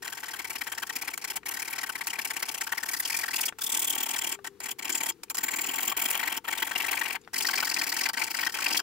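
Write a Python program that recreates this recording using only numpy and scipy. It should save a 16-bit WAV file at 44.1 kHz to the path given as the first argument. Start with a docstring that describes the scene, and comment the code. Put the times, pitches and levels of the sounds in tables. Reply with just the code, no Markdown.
"""Sped-up strokes of a fine-toothed saw blade, heard as a fast to and fro along a groove in a thin
copper-clad board, close to a two-port microphone. They start lightly: the teeth chirp up and down with the
blade speed and ring board and blade, gritty hiss rides on top, and the padded bench thuds faintly. Past 3 s
the tooth tone and the rings swell for a while. From about 4.3 s longer pauses bare the steady low hum and a
whine that sinks in pitch until 5.4 s. Then come louder, harder strokes up to the end."""
import sys
import numpy as np
from scipy import signal
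from scipy.fft import rfft, irfft, next_fast_len
from scipy.io import wavfile
from scipy.ndimage import uniform_filter1d, minimum_filter1d

SR = 44100
rng = np.random.default_rng(int(sys.argv[2]) if len(sys.argv) > 2 else 0)


def elevation(decibels):
    """Turn decibel levels (scalar or array-like) into linear amplitude ratios."""
    levels = np.asarray(decibels, float)
    return 10 ** (levels / 20)


def to_wav(s):
    """Save 16-bit WAV."""
    ch = np.atleast_2d(s).T  # columns
    pcm = np.round(np.clip(ch, -1, 1) * 32767)  # PCM
    wavfile.write(sys.argv[1], SR, pcm.astype(np.int16))


N = 388962  # samples, 8.82 s

# Even runs of strokes, push and pull in turn, a push first: first_s, last_s, strokes (count)
STROKE_RUNS = [(0.031, 0.053, 2), (0.079, 0.205, 6), (0.238, 0.366, 6), (0.396, 0.643, 10),
               (0.675, 0.829, 7), (0.903, 1.11, 8), (1.143, 1.157, 2), (1.178, 1.222, 3), (1.251, 1.283, 2),
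               (1.308, 1.366, 3), (1.465, 1.599, 6), (1.628, 1.869, 10), (1.899, 2.044, 6),
               (2.078, 2.106, 2), (2.134, 2.158, 2), (2.19, 2.641, 16), (2.671, 2.807, 6), (2.836, 2.92, 4),
               (2.941, 3.032, 4), (3.058, 3.218, 8), (3.239, 3.313, 4), (3.34, 3.486, 7), (3.644, 3.693, 3),
               (3.721, 4.296, 23), (4.323, 4.343, 2), (4.45, 4.471, 2), (4.64, 4.715, 4), (4.797, 4.882, 4),
               (4.901, 5.061, 7), (5.384, 5.466, 4), (5.49, 5.668, 8), (5.692, 5.902, 10),
               (5.921, 5.949, 2), (5.975, 6.132, 8), (6.153, 6.346, 10), (6.486, 6.699, 10),
               (6.718, 6.734, 2), (6.761, 6.956, 10), (6.973, 7.153, 9), (7.365, 7.471, 6),
               (7.489, 7.839, 16), (7.874, 8.039, 8), (8.063, 8.094, 2), (8.175, 8.243, 4),
               (8.279, 8.373, 4), (8.394, 8.473, 5), (8.498, 8.528, 2), (8.549, 8.572, 2),
               (8.588, 8.687, 6), (8.71, 8.796, 5)]
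# How hard each run bears down: teeth_push_db, teeth_pull_db, grit_push_db, grit_pull_db,
# tooth_rate_hz (teeth per second at full speed, before chance)
RUN_FORCES = [(-39, -37.5, -43, -37.5, 1830), (-37.5, -49, -43, -47.5, 1870),
              (-35.5, -44, -40.5, -44.5, 2050), (-33.5, -43.5, -39, -44.5, 2500),
              (-34, -48.5, -40, -47.5, 1870), (-32, -41, -37, -45, 2600), (-36.5, -57, -36.5, -54, 2350),
              (-41, -50, -45, -57, 2560), (-36, -37.5, -35, -42.5, 2350), (-31, -39.5, -37.5, -48, 2970),
              (-35.5, -36.5, -39.5, -38, 2130), (-35, -38.5, -39, -44.5, 2330),
              (-34, -44.5, -40.5, -48, 2220), (-31.5, -35.5, -39, -40.5, 3140),
              (-33.5, -40, -39, -48, 2800), (-32.5, -40, -37, -44.5, 2570),
              (-33.5, -44.5, -41, -51.5, 1890), (-33, -41.5, -40, -44, 2120), (-32, -41, -36.5, -42, 2190),
              (-31, -38, -37.5, -40, 2600), (-34.5, -41.5, -42, -44.5, 1960),
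              (-29, -40.5, -40.5, -36, 2730), (-31, -39, -33.5, -35.5, 3580), (-31, -33, -32, -33, 3250),
              (-31, -35.5, -30.5, -41, 3210), (-34.5, -35.5, -40, -38, 2950),
              (-38.5, -40, -34.5, -34, 2770), (-30, -37, -33, -36, 2730), (-29.5, -40.5, -26.5, -28, 2380),
              (-30, -42.5, -24.5, -35.5, 2230), (-28, -36.5, -30, -28.5, 2590), (-26, -35, -31, -33, 3230),
              (-31.5, -45, -38.5, -61, 1810), (-28, -31.5, -31.5, -36.5, 3070),
              (-22.5, -31.5, -36.5, -38.5, 3100), (-28, -36.5, -31.5, -37.5, 2820),
              (-32.5, -38.5, -34, -41, 1700), (-24, -37, -34.5, -32.5, 2610),
              (-25.5, -33.5, -39, -37, 2580), (-32, -36.5, -32, -28, 2730), (-29, -35.5, -30.5, -30, 2450),
              (-29, -33, -30.5, -30.5, 2750), (-29.0, -31.5, -31, -34.5, 2350),
              (-23.5, -32, -32, -32.5, 2800), (-28, -32, -35, -33.5, 3000), (-26, -33.5, -33, -34, 2690),
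              (-40, -47, -39.5, -40, 1700), (-29, -32, -33.5, -40, 2400), (-26, -32.5, -34, -33, 2650),
              (-23, -34, -34, -28, 3000)]
# Single saw strokes outside the even runs, weak and strong: middle_s, teeth_db, grit_db,
# tooth_rate_hz (before chance)
LONE_STROKES = [(0.873, -45.5, -44, 1920), (3.591, -46.5, -47, 1510), (3.618, -44.5, -37.5, 1830),
                (4.609, -42, -45.5, 2400), (5.095, -31, -23, 2910), (5.237, -63, -48, 2580),
                (5.306, -40.5, -29, 1300), (5.352, -48, -33, 1750), (6.372, -30, -33, 2600),
                (6.45, -42, -43, 1300), (7.342, -35.5, -33, 1900), (8.141, -34.5, -37, 2000)]
# Strokes that bite hard, each with its own force and speed: middle_s, teeth_db, tooth_rate_hz
HARD_BITES = [(0.4503, -31.5, 2390.0), (0.561, -29, 2820.0), (0.6164, -31, 2280.0), (0.7824, -34.5, 1850.0),
              (0.8996, -32.5, 1920.0), (1.0821, -30, 2260.0), (1.141, -33, 2330.0), (1.2484, -33, 2350.0),
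              (1.4901, -32.5, 2800.0), (1.6255, -33, 2540.0), (1.6822, -33, 2300.0), (1.7336, -31, 2390.0),
              (1.788, -30.5, 2260.0), (1.8384, -32, 1980.0), (1.898, -35, 1660.0), (1.9578, -31.2, 2220.0),
              (2.016, -29.5, 2220.0), (2.0799, -31.5, 2780.0), (2.136, -33, 2350.0), (2.1932, -29, 2260.0),
              (2.254, -29, 2840.0), (2.3086, -30, 2000.0), (2.3702, -26.5, 2910.0), (2.4303, -28.5, 2090.0),
              (2.492, -29.5, 3420.0), (2.549, -30, 3270.0), (2.6152, -32.5, 2050.0), (2.6739, -35, 1610.0),
              (2.7268, -29.5, 1850.0), (2.7813, -31, 2240.0), (2.8354, -33.5, 1850.0),
              (3.0026, -35.5, 1980.0), (3.057, -31, 3340.0), (3.1048, -32.5, 2260.0),
              (3.2387, -32.5, 1940.0), (3.2864, -35, 1940.0), (3.4364, -30.5, 2840.0),
              (3.4863, -29.5, 3290.0), (3.642, -33, 3700.0), (3.7002, -32, 3360.0), (3.726, -33, 3400.0),
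              (3.7489, -28, 3400.0), (3.7748, -29.5, 3270.0), (3.7989, -33.5, 3490.0), (3.849, -30, 3420.0),
              (3.9313, -30, 3270.0), (3.9548, -30.5, 3360.0), (3.9834, -30.5, 3210.0), (4.008, -29, 3320.0),
              (4.065, -30, 3270.0), (4.092, -28, 3190.0), (4.1416, -26.5, 3230.0), (4.1662, -34.5, 1940.0),
              (4.188, -33, 2760.0), (4.2188, -33.5, 2350.0), (4.2738, -31, 3250.0), (4.2969, -33, 3190.0),
              (4.4507, -36, 1810.0), (4.4728, -38.5, 1920.0), (4.6643, -33.5, 2430.0),
              (4.6922, -31, 3080.0), (4.793, -34.5, 2280.0), (4.8286, -37.5, 2330.0),
              (5.0095, -29.5, 2430.0), (5.035, -34.5, 2480.0), (5.0659, -33.5, 1960.0),
              (5.3852, -33, 1960.0), (5.488, -28, 2330.0), (5.54, -26, 2540.0), (5.5912, -26, 2580.0),
              (5.741, -25.5, 3190.0), (5.7877, -27, 2450.0), (5.9217, -33, 1270.0), (6.0222, -29.5, 2560.0),
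              (6.0595, -30, 2430.0), (6.1997, -28, 2240.0), (6.2363, -26.5, 2170.0), (6.2788, -27, 2280.0),
              (6.3254, -24, 3170.0), (6.4854, -27.5, 1890.0), (6.531, -28, 2280.0), (6.5823, -27.5, 3750.0),
              (6.6278, -27, 1920.0), (6.6741, -31.5, 2000.0), (6.718, -27.5, 1850.0),
              (6.8062, -25.5, 2730.0), (6.8257, -28.5, 3080.0), (6.8472, -29, 2170.0),
              (6.8885, -24, 2730.0), (6.9176, -29, 3140.0), (6.9345, -26.5, 2200.0),
              (6.9751, -26.5, 2580.0), (7.0179, -27.5, 2050.0), (7.061, -25, 2840.0), (7.1057, -27, 2690.0),
              (7.1572, -29, 2280.0), (7.409, -25.5, 3210.0), (7.4526, -29.5, 1920.0), (7.4915, -29, 1660.0),
              (7.538, -25.5, 1980.0), (7.5821, -24, 2710.0), (7.632, -26, 1570.0), (7.6758, -31, 1870.0),
              (7.7182, -27.5, 2540.0), (7.7702, -24, 2630.0), (7.8184, -27, 2240.0),
              (7.9253, -29.5, 1980.0), (7.9709, -31.5, 1920.0), (8.0143, -27.5, 2280.0),
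              (8.0616, -27, 2330.0), (8.0953, -33, 1550.0), (8.1782, -27, 2130.0), (8.2213, -25, 2480.0),
              (8.2769, -32.5, 2520.0), (8.3483, -31.5, 1980.0), (8.3943, -26, 2500.0),
              (8.4352, -27.7, 1940.0), (8.4712, -28, 1960.0), (8.5911, -33, 1570.0), (8.6657, -25, 2630.0),
              (8.7972, -33, 1640.0)]
# Resonances of board and blade: pitch_hz, width_hz, peak_db
RESONANCES = [(910, 49, 7), (1133, 68, 4), (1330, 45, 3), (1552, 43, 5.5), (1880, 92, 4), (2299, 82, 1),
              (3163, 47, 3.5), (5150, 140, 4.5), (7860, 180, 3), (8820, 250, 1)]
# Dead spots between the resonances: pitch_hz, width_hz, depth_db
DEAD_SPOTS = [(1225, 46, 8), (1438, 44, 9), (1793, 60, 9), (3650, 680, 10.5)]
# Broad colour of the board: pitch_hz, level_db
BOARD_COLOUR = [(300, -33.5), (560, -6), (800, 4), (1200, -2), (2000, 0), (3300, 0), (3900, -2.5),
                (6000, -21)]
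# Colour of the grit as the free blade length changes: start_s, board_side_db, blade_ring_db, fizz_db
GRIT_COLOURS = [(0, -5, -6, -1), (3.3, 1, 3.5, 5.5), (3.7, -7.5, 3, 1.5), (4.3, -10.5, -4, -4),
                (4.8, -12, -10.5, -7), (5.599, -18, -12.5, -8), (6.099, -8, -5, 3.5), (6.5, -13, -7.5, -6),
                (7.2, -12, -2, -2), (7.5, -5, -7, -8.5), (8.8, -5.5, -3.5, -3.5)]
# Borders of those three grit bands: pitch_hz
GRIT_BORDERS = (4240, 6040, 9420, 15200)
# The bare tooth tone against the teeth, before its changes from stroke to stroke: start_s, level_db
TOOTH_TONE_LEVEL = [(0, -0.5), (2.2, 2.5), (3.3, 8), (3.7, 2.5), (4.3, -1), (4.8, -7), (6, -0.5),
                    (7.2, 2.5)]
# Rings that come and go as the cut moves along the board: width_hz (of each smoothing), pitch_hz;
# the first has no fixed pitch but glides
BOARD_RINGS = [(380,), (910, 4737), (670, 7265), (1190, 14800)]
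# Pitch of the gliding ring: start_s, pitch_hz
RING_GLIDE = [(3.62, 3500), (3.9, 3310), (4.15, 3207)]
# Each ring against the grit, before chance: start_s, then one level_db per ring
RING_LEVELS = [(0, -19, -24, -5, -20), (2.2, -15, -23, -7.5, -25), (3.3, -9, 0, -18, -6),
               (3.7, -2, -23, -10, 1), (4.3, -6.5, -31, -4, -5.5), (4.8, -10.5, -27, -5, -19),
               (5.5, -21, -20, -4, -8), (6.1, -4.5, -25, -3, 3), (6.5, -6, -32, -10, -5.5),
               (7.2, -16, -13, -23, -6), (7.5, -25, -4, -12, -6), (8.8, -7, -3.5, -12, -7)]
# Colour of the padded bench: pitch_hz, level_db
BENCH_COLOUR = [(60, -24), (150, -16), (300, 0), (430, -6.5), (600, -21)]
# Small touches of the blade in the pauses: start_s, level_db, pitch_hz
BLADE_TOUCHES = [(1.432, -43, 1880), (3.525, -41, 1573), (4.39, -44.5, 1178), (5.121, -45, 5010),
                 (5.233, -49, 6040), (5.283, -58, 2460), (7.215, -55, 7045), (7.238, -59, 3650),
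                 (7.248, -55, 3650), (7.276, -41.5, 1396)]
# Stuck teeth breaking loose as a stroke starts: start_s, level_db (before colouring)
TOOTH_SNAPS = [(1.1767, -18), (2.0707, -14.5), (2.5775, -24), (3.5867, -27), (4.4448, -27), (4.4644, -29),
               (4.6034, -22), (4.6564, -27), (5.234, -21.5), (5.2999, -18.5), (5.3467, -22), (5.3704, -20),
               (8.089, -15.5), (8.1334, -22), (8.2674, -26)]
# Colour of the low hum: pitch_hz, level_db
HUM_COLOUR = [(22, -13), (70, -3.5), (250, -3.5), (400, 2), (480, 2), (580, -31), (740, -15), (1100, -14.5),
              (3580, -21.5), (12000, -25), (16000, -25)]
# The falling whine: start_s, pitch_hz, level_db
WHINE_PATH = [(3.9, 426, -84), (4.401, 398.6, -56.5), (4.75, 386, -64), (5.15, 331, -65), (5.4, 327.4, -76)]
# Microphone ports: pitch_hz, likeness (0-1), left_over_right_db, left_lead_radians
MIC_PORTS = [(50, 0.88, 4.5, 0.9), (302, 1, 10, 0), (1190, 0.85, 10.5, 0.5), (1460, 0.79, 4, -0.04),
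             (2140, 0.88, 11.5, -1.2), (3250, 0.78, 7, 1.44), (4920, 0.44, 4, -1.5), (7000, 0.58, 3, -1.5),
             (9200, 0.46, 2, -2.5), (15100, 0.38, 0, -2)]

RISE_S, FALL_S = 0.0095, 0.0155  # longest speed-up and slow-down of a stroke that does not bite
BITE_RISE_S, BITE_FALL_S = 0.008, 0.012  # the same for a stroke that bites
DRAG = 0.13  # the blade keeps scraping faintly while it turns round


def saw():
    """Moves the blade and adds up all it drives: teeth, grit, tooth tone, rings and bench."""
    rows = strokes()
    bites = rows[:, 4] > 0
    rise_s = np.where(bites, BITE_RISE_S, RISE_S)
    fall_s = np.where(bites, BITE_FALL_S, FALL_S)
    speed, stroke = motion(rows[:, 0], rise_s, fall_s)
    # 1 while the blade moves, also across short turns (under 900 samples)
    moving = minimum_filter1d(-minimum_filter1d(-np.sign(speed.round(decimals=3)), size=900), size=901)
    _, teeth_db, grit_db, teeth_hz, bite = rows[stroke].T

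    # the teeth catch and let go within a stroke
    catch_db = 1.8 * evened(uniform_filter1d(rng.standard_normal(N), size=160))
    teeth_db = teeth_db + 0.28 * stroke_luck(stroke) + catch_db
    grit_db = grit_db + catch_db

    turns, clicks = tooth_clicks(speed, teeth_hz)
    # noise with heavy tails: a few crumbs are much larger than most
    crumbs = rng.standard_normal((6, N)) * elevation(3.64 * rng.standard_normal(N))
    sound = teeth_on_board(clicks, crumbs[0], teeth_db, speed, moving)
    sound += grit_hiss(turns, clicks, crumbs[1:4], grit_db, speed, moving, stroke)
    sound += tooth_tone(turns, teeth_db, speed, stroke, bite)
    sound += board_rings(crumbs[5], grit_db, speed, moving, stroke)
    return sound + bench_thud(crumbs[4], teeth_db, grit_db, speed)


def strokes():
    """Lists strokes as middle_s, teeth_db, grit_db, tooth_rate_hz, bite (0 or 1); bites take over their strokes."""
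    rows = list(LONE_STROKES)
    for (first, last, count), force in zip(STROKE_RUNS, RUN_FORCES):
        push, pull, grit_push, grit_pull, hz = force
        for k, s in enumerate(np.linspace(first, last, count)):
            if k % 2:
                rows.append((s, pull, grit_pull, hz))
            else:
                rows.append((s, push, grit_push, hz))
    rows = np.array([(*row, 0) for row in sorted(rows)])
    rows[:, 3] *= np.exp(0.08 * rng.standard_normal(len(rows)))  # uneven tooth rate
    even = rows[:, 0].copy()
    for s, db, hz in HARD_BITES:
        k = np.argmin(abs(even - s))
        rows[k] = s, db, rows[k, 2], hz, 1
    return rows


def motion(middle, rise_s, fall_s):
    """Blade speed 0-1, a half sine between turning points, and the index of the stroke under way."""
    # a speed-up takes at most 48 % of the gap between two middles
    rise = np.minimum(np.diff(middle, prepend=0) * 0.48, rise_s)
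    for s, _ in TOOTH_SNAPS:  # a stuck blade waits for its snap
        k = np.searchsorted(middle, s)
        rise[k] = min(rise[k], middle[k] - s)
    begin = middle - rise
    end = np.minimum(middle + fall_s, np.append(begin[1:], 99))
    knots = np.stack([begin + 1e-5, middle, end], 1).ravel()
    places = (np.arange(len(middle))[:, None] + [0, 0.5, 1]).ravel()
    place = np.interp(np.arange(N) / SR, knots, places)
    return np.abs(np.sin(np.pi * place)), np.minimum(place.astype(int), len(middle) - 1)


def stroke_luck(stroke):
    """One chance value per stroke, held while that stroke lasts."""
    return rng.standard_normal(stroke.max() + 1)[stroke]


def tooth_clicks(speed, hz):
    """One click per tooth, unevenly spaced and sized, faster at mid-stroke; also counts the teeth."""
    wobble = 1 + 0.1 * evened(uniform_filter1d(rng.standard_normal(N), size=24))
    turns = np.cumsum(hz * speed ** 0.65 * wobble) / SR
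    size = 1 + 0.3 * rng.standard_normal(int(N / 4))[turns.astype(int)]
    # four harmonics add up to a pulse halfway through each turn
    return turns, size * sum(np.cos(2 * np.pi * k * (turns - 0.5)) for k in range(1, 5))


def teeth_on_board(clicks, crumbs, teeth_db, speed, moving):
    """Clicks, roughness and stray chips strike the board, which rings at its resonances."""
    def board_db(hz):
        return read(BOARD_COLOUR, hz) + modes_db(hz)

    teeth = 0.9 * evened(clicks) + 0.4 * evened(crumbs)
    rasp = teeth * elevation(teeth_db - 3.5) * (speed ** 1.47 + DRAG * moving)
    # stray chips crack off between the teeth, on average 300 a second
    chips = (rng.random(N) < 300 / SR) * rng.standard_normal(N)
    rasp += evened(chips) * elevation(uniform_filter1d(teeth_db, size=1500) - 13) * moving
    return coloured(rasp, board_db) / np.std(coloured(crumbs, board_db))


def grit_hiss(turns, clicks, crumbs, grit_db, speed, moving, stroke):
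    """Crumbling grit pulses with the teeth and hisses in three bands."""
    # the grit bursts out fast and thins slowly
    grip = speed ** np.where(np.gradient(speed) > 0, 0.33, 1)
    swell = grip ** 2.6 + 0.91 * DRAG * moving
    pulse = 1 + 1.03 * np.cos(2 * np.pi * turns)  # strongest between the clicks
    s, *band_levels = np.transpose(GRIT_COLOURS)
    sound = np.zeros(N)
    for k, click_share in enumerate([0.5, 0.35, 0.1]):
        def ring_db(hz):
            return band_db(hz, *GRIT_BORDERS[k:k + 2]) + modes_db(hz)

        drive = click_share * evened(clicks) + crumbs[k] * pulse
        db = grit_db + np.interp(np.arange(N) / SR, s, band_levels[k]) + 2 * stroke_luck(stroke)
        sound += coloured(drive * elevation(db) * swell, ring_db) / np.std(coloured(drive, ring_db))
    return sound


def tooth_tone(turns, teeth_db, speed, stroke, bite):
    """The bare tone at the tooth rate, strongest at full speed, lightly coloured by the resonances."""
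    tone_db = teeth_db + np.interp(np.arange(N) / SR, *np.transpose(TOOTH_TONE_LEVEL))
    # strokes that do not bite sing less and vary more
    tone_db += (2.54 * stroke_luck(stroke) - 4) * (1.5 - bite)
    tone = elevation(tone_db) * speed ** 2.5 * np.sin(2 * np.pi * turns)
    return coloured(tone, lambda hz: 0.25 * modes_db(hz) + 2)


def board_rings(crumbs, grit_db, speed, moving, stroke):
    """Crumbling noise drives narrow rings whose levels come and go."""
    t = np.arange(N) / SR
    s, *ring_levels = np.transpose(RING_LEVELS)
    sound = np.zeros(N)
    for (width, *fixed_hz), level in zip(BOARD_RINGS, ring_levels):
        hz = fixed_hz[0] if fixed_hz else np.interp(t, *np.transpose(RING_GLIDE))
        db = grit_db + np.interp(t, s, level) + 2.5 * stroke_luck(stroke)
        drive = crumbs * elevation(db) * (speed ** 3.4 + DRAG * moving)
        sound += resonate(drive, hz, width) / np.std(resonate(crumbs, hz, width))
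    return sound


def bench_thud(crumbs, teeth_db, grit_db, speed):
    """The padded bench thuds dully along, following a blend of teeth and grit level."""
    def thud_db(hz):
        return read(BENCH_COLOUR, hz)

    db = teeth_db + 0.52 * (grit_db - teeth_db) - 16.5
    return coloured(crumbs * elevation(db) * speed ** 0.2, thud_db) / np.std(coloured(crumbs, thud_db))


def snaps():
    """The stuck teeth break loose with a dry crack that rings the board."""
    out, t = np.zeros(N), np.arange(1500) / SR
    for s, db in TOOTH_SNAPS:
        decay = elevation(db - 60 * t / 0.023)  # falls 60 dB in 23 ms
        out[round(s * SR):][:len(t)] += decay * rng.standard_normal(len(t))
    return coloured(out, lambda hz: 0.5 * modes_db(hz) + band_db(hz, 600, 15900) - 5)


def touches():
    """Short dying scuffs: noise spread round each pitch."""
    out, t = np.zeros(N), np.arange(2000) / SR
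    for s, db, hz in BLADE_TOUCHES:
        smooth = max(round(SR / hz / 0.9), 1)
        scuff = evened(uniform_filter1d(rng.standard_normal(len(t)), size=smooth))
        decay = elevation(db - 60 * t / 0.035)  # falls 60 dB in 35 ms
        out[round(s * SR):][:len(t)] += decay * np.sin(2 * np.pi * hz * t) * (1 + 1.23 * scuff)
    return out


def modes_db(hz):
    """Resonance peaks and dead spots of board and blade on a flat base."""
    peaks = 1 + sum(elevation(db) ** 2 / (1 + (2 * (hz - f) / width) ** 2) for f, width, db in RESONANCES)
    dips = sum(db / (1 + (2 * (hz - f) / width) ** 2) for f, width, db in DEAD_SPOTS)
    return 10 * np.log10(peaks) - dips


def resonate(x, hz, width):
    """A steep resonance that may glide: shift down, smooth twice, shift back."""
    turn = np.exp(2j * np.pi * np.cumsum(hz * np.ones(N)) / SR)
    r = np.exp(-np.pi * width / SR)
    return 2 * (turn * signal.lfilter([(1 - r) ** 2], [1, -2 * r, r * r], x / turn)).real


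def band_db(hz, lo_hz, hi_hz):
    """Steep band-pass."""
    return -10 * np.log10((1 + (lo_hz / (hz + 1)) ** 16) * (1 + (hz / hi_hz) ** 16))


def coloured(x, db_of_hz):
    """Filters without looking ahead, with the given dB spectrum (minimum phase)."""
    hz = np.abs(np.fft.fftfreq(8192, 1 / SR))
    log_gain = np.log(elevation(np.maximum(db_of_hz(hz), -100)))
    taps = np.fft.ifft(np.exp(np.conj(signal.hilbert(log_gain)))).real[:4096]
    return signal.oaconvolve(x, taps)[:N]


def read(points, hz, column=1):
    """Reads a table on a log-frequency axis."""
    rows = np.array(points)
    return np.interp(np.log(hz + 1), np.log(rows[:, 0] + 1), rows[:, column])


def evened(x):
    """Scales to an rms (average strength) of 1."""
    return x / np.sqrt(np.mean(x ** 2) + 1e-20)


def room(x):
    """Short dense tail from bench and walls: sparse echoes of random sign, falling 60 dB in 62 ms."""
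    at = np.arange(40, 6000, 12)
    at = at + rng.integers(0, 12, len(at))
    taps = np.zeros(6100)
    taps[at] = rng.choice([-1., 1.], len(at)) * elevation(-60 * at / SR / 0.062)
    return elevation(-15.5) * signal.oaconvolve(x, taps / np.linalg.norm(taps))[:N]


def low_hum():
    """Two separate strands of steady noise, coloured into a low hum."""
    strands = rng.standard_normal((2, N))
    return [elevation(-60) * evened(coloured(noise, lambda hz: read(HUM_COLOUR, hz))) for noise in strands]


def falling_whine():
    """A faint sine that sinks in pitch; slow noise wavers both pitch and level."""
    s, *columns = np.transpose(WHINE_PATH)
    hz, db = (np.interp(np.arange(N) / SR, s, c) for c in columns)
    waver = evened(uniform_filter1d(rng.standard_normal(N), size=1500))
    phase = 2 * np.pi * np.cumsum(hz + 4.42 * waver) / SR
    return np.sqrt(2) * elevation(db + 1.1 * waver) * np.sin(phase)


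def jumbled(x):
    """The same short-time spectra with random phases: what reaches a port by other paths."""
    z = signal.stft(x, nperseg=256, noverlap=192)[2]
    random_turn = np.exp(2j * np.pi * rng.random(z.shape))
    other = signal.istft(z * random_turn, nperseg=256, noverlap=192)[1][:N]
    return evened(other) * x.std()


def two_ports(near, other):
    """Left hears the near sound; right hears it shifted in phase and mixed with the other paths."""
    size = next_fast_len(N + 1000)
    hz = np.fft.rfftfreq(size, 1 / SR)
    near, other = rfft(near, size), rfft(other, size)
    same, lean_db, lead = (read(MIC_PORTS, hz, column=k) for k in (1, 2, 3))
    same = np.clip(same, 0, 1)
    right = same * np.exp(-1j * lead) * near + np.sqrt(1 - same ** 2) * other
    left_share = 2 / (1 + elevation(-lean_db))
    return np.array([irfft(near * left_share, size), irfft(right * (2 - left_share), size)])[:, :N]


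def scene():
    """Saw, room and background as they reach the two ports."""
    blade = saw() + touches() + snaps()
    blade = blade + room(blade)
    hum = low_hum()
    return two_ports(blade + hum[0] + falling_whine(), jumbled(blade) + hum[1])


def roll_off(x):
    """The treble ends steeply here."""
    return signal.sosfilt(signal.butter(12, 16820, fs=SR, output="sos"), x)


def record(dry):
    """Removes the treble above about 15.8 kHz and finishes the mix."""
    low_pass = signal.firwin(1535, 15800, window=("kaiser", 9), fs=SR)
    limited = signal.oaconvolve(dry, low_pass[None], "same")
    return roll_off(limited)


dry = scene()
out = record(dry)
to_wav(out)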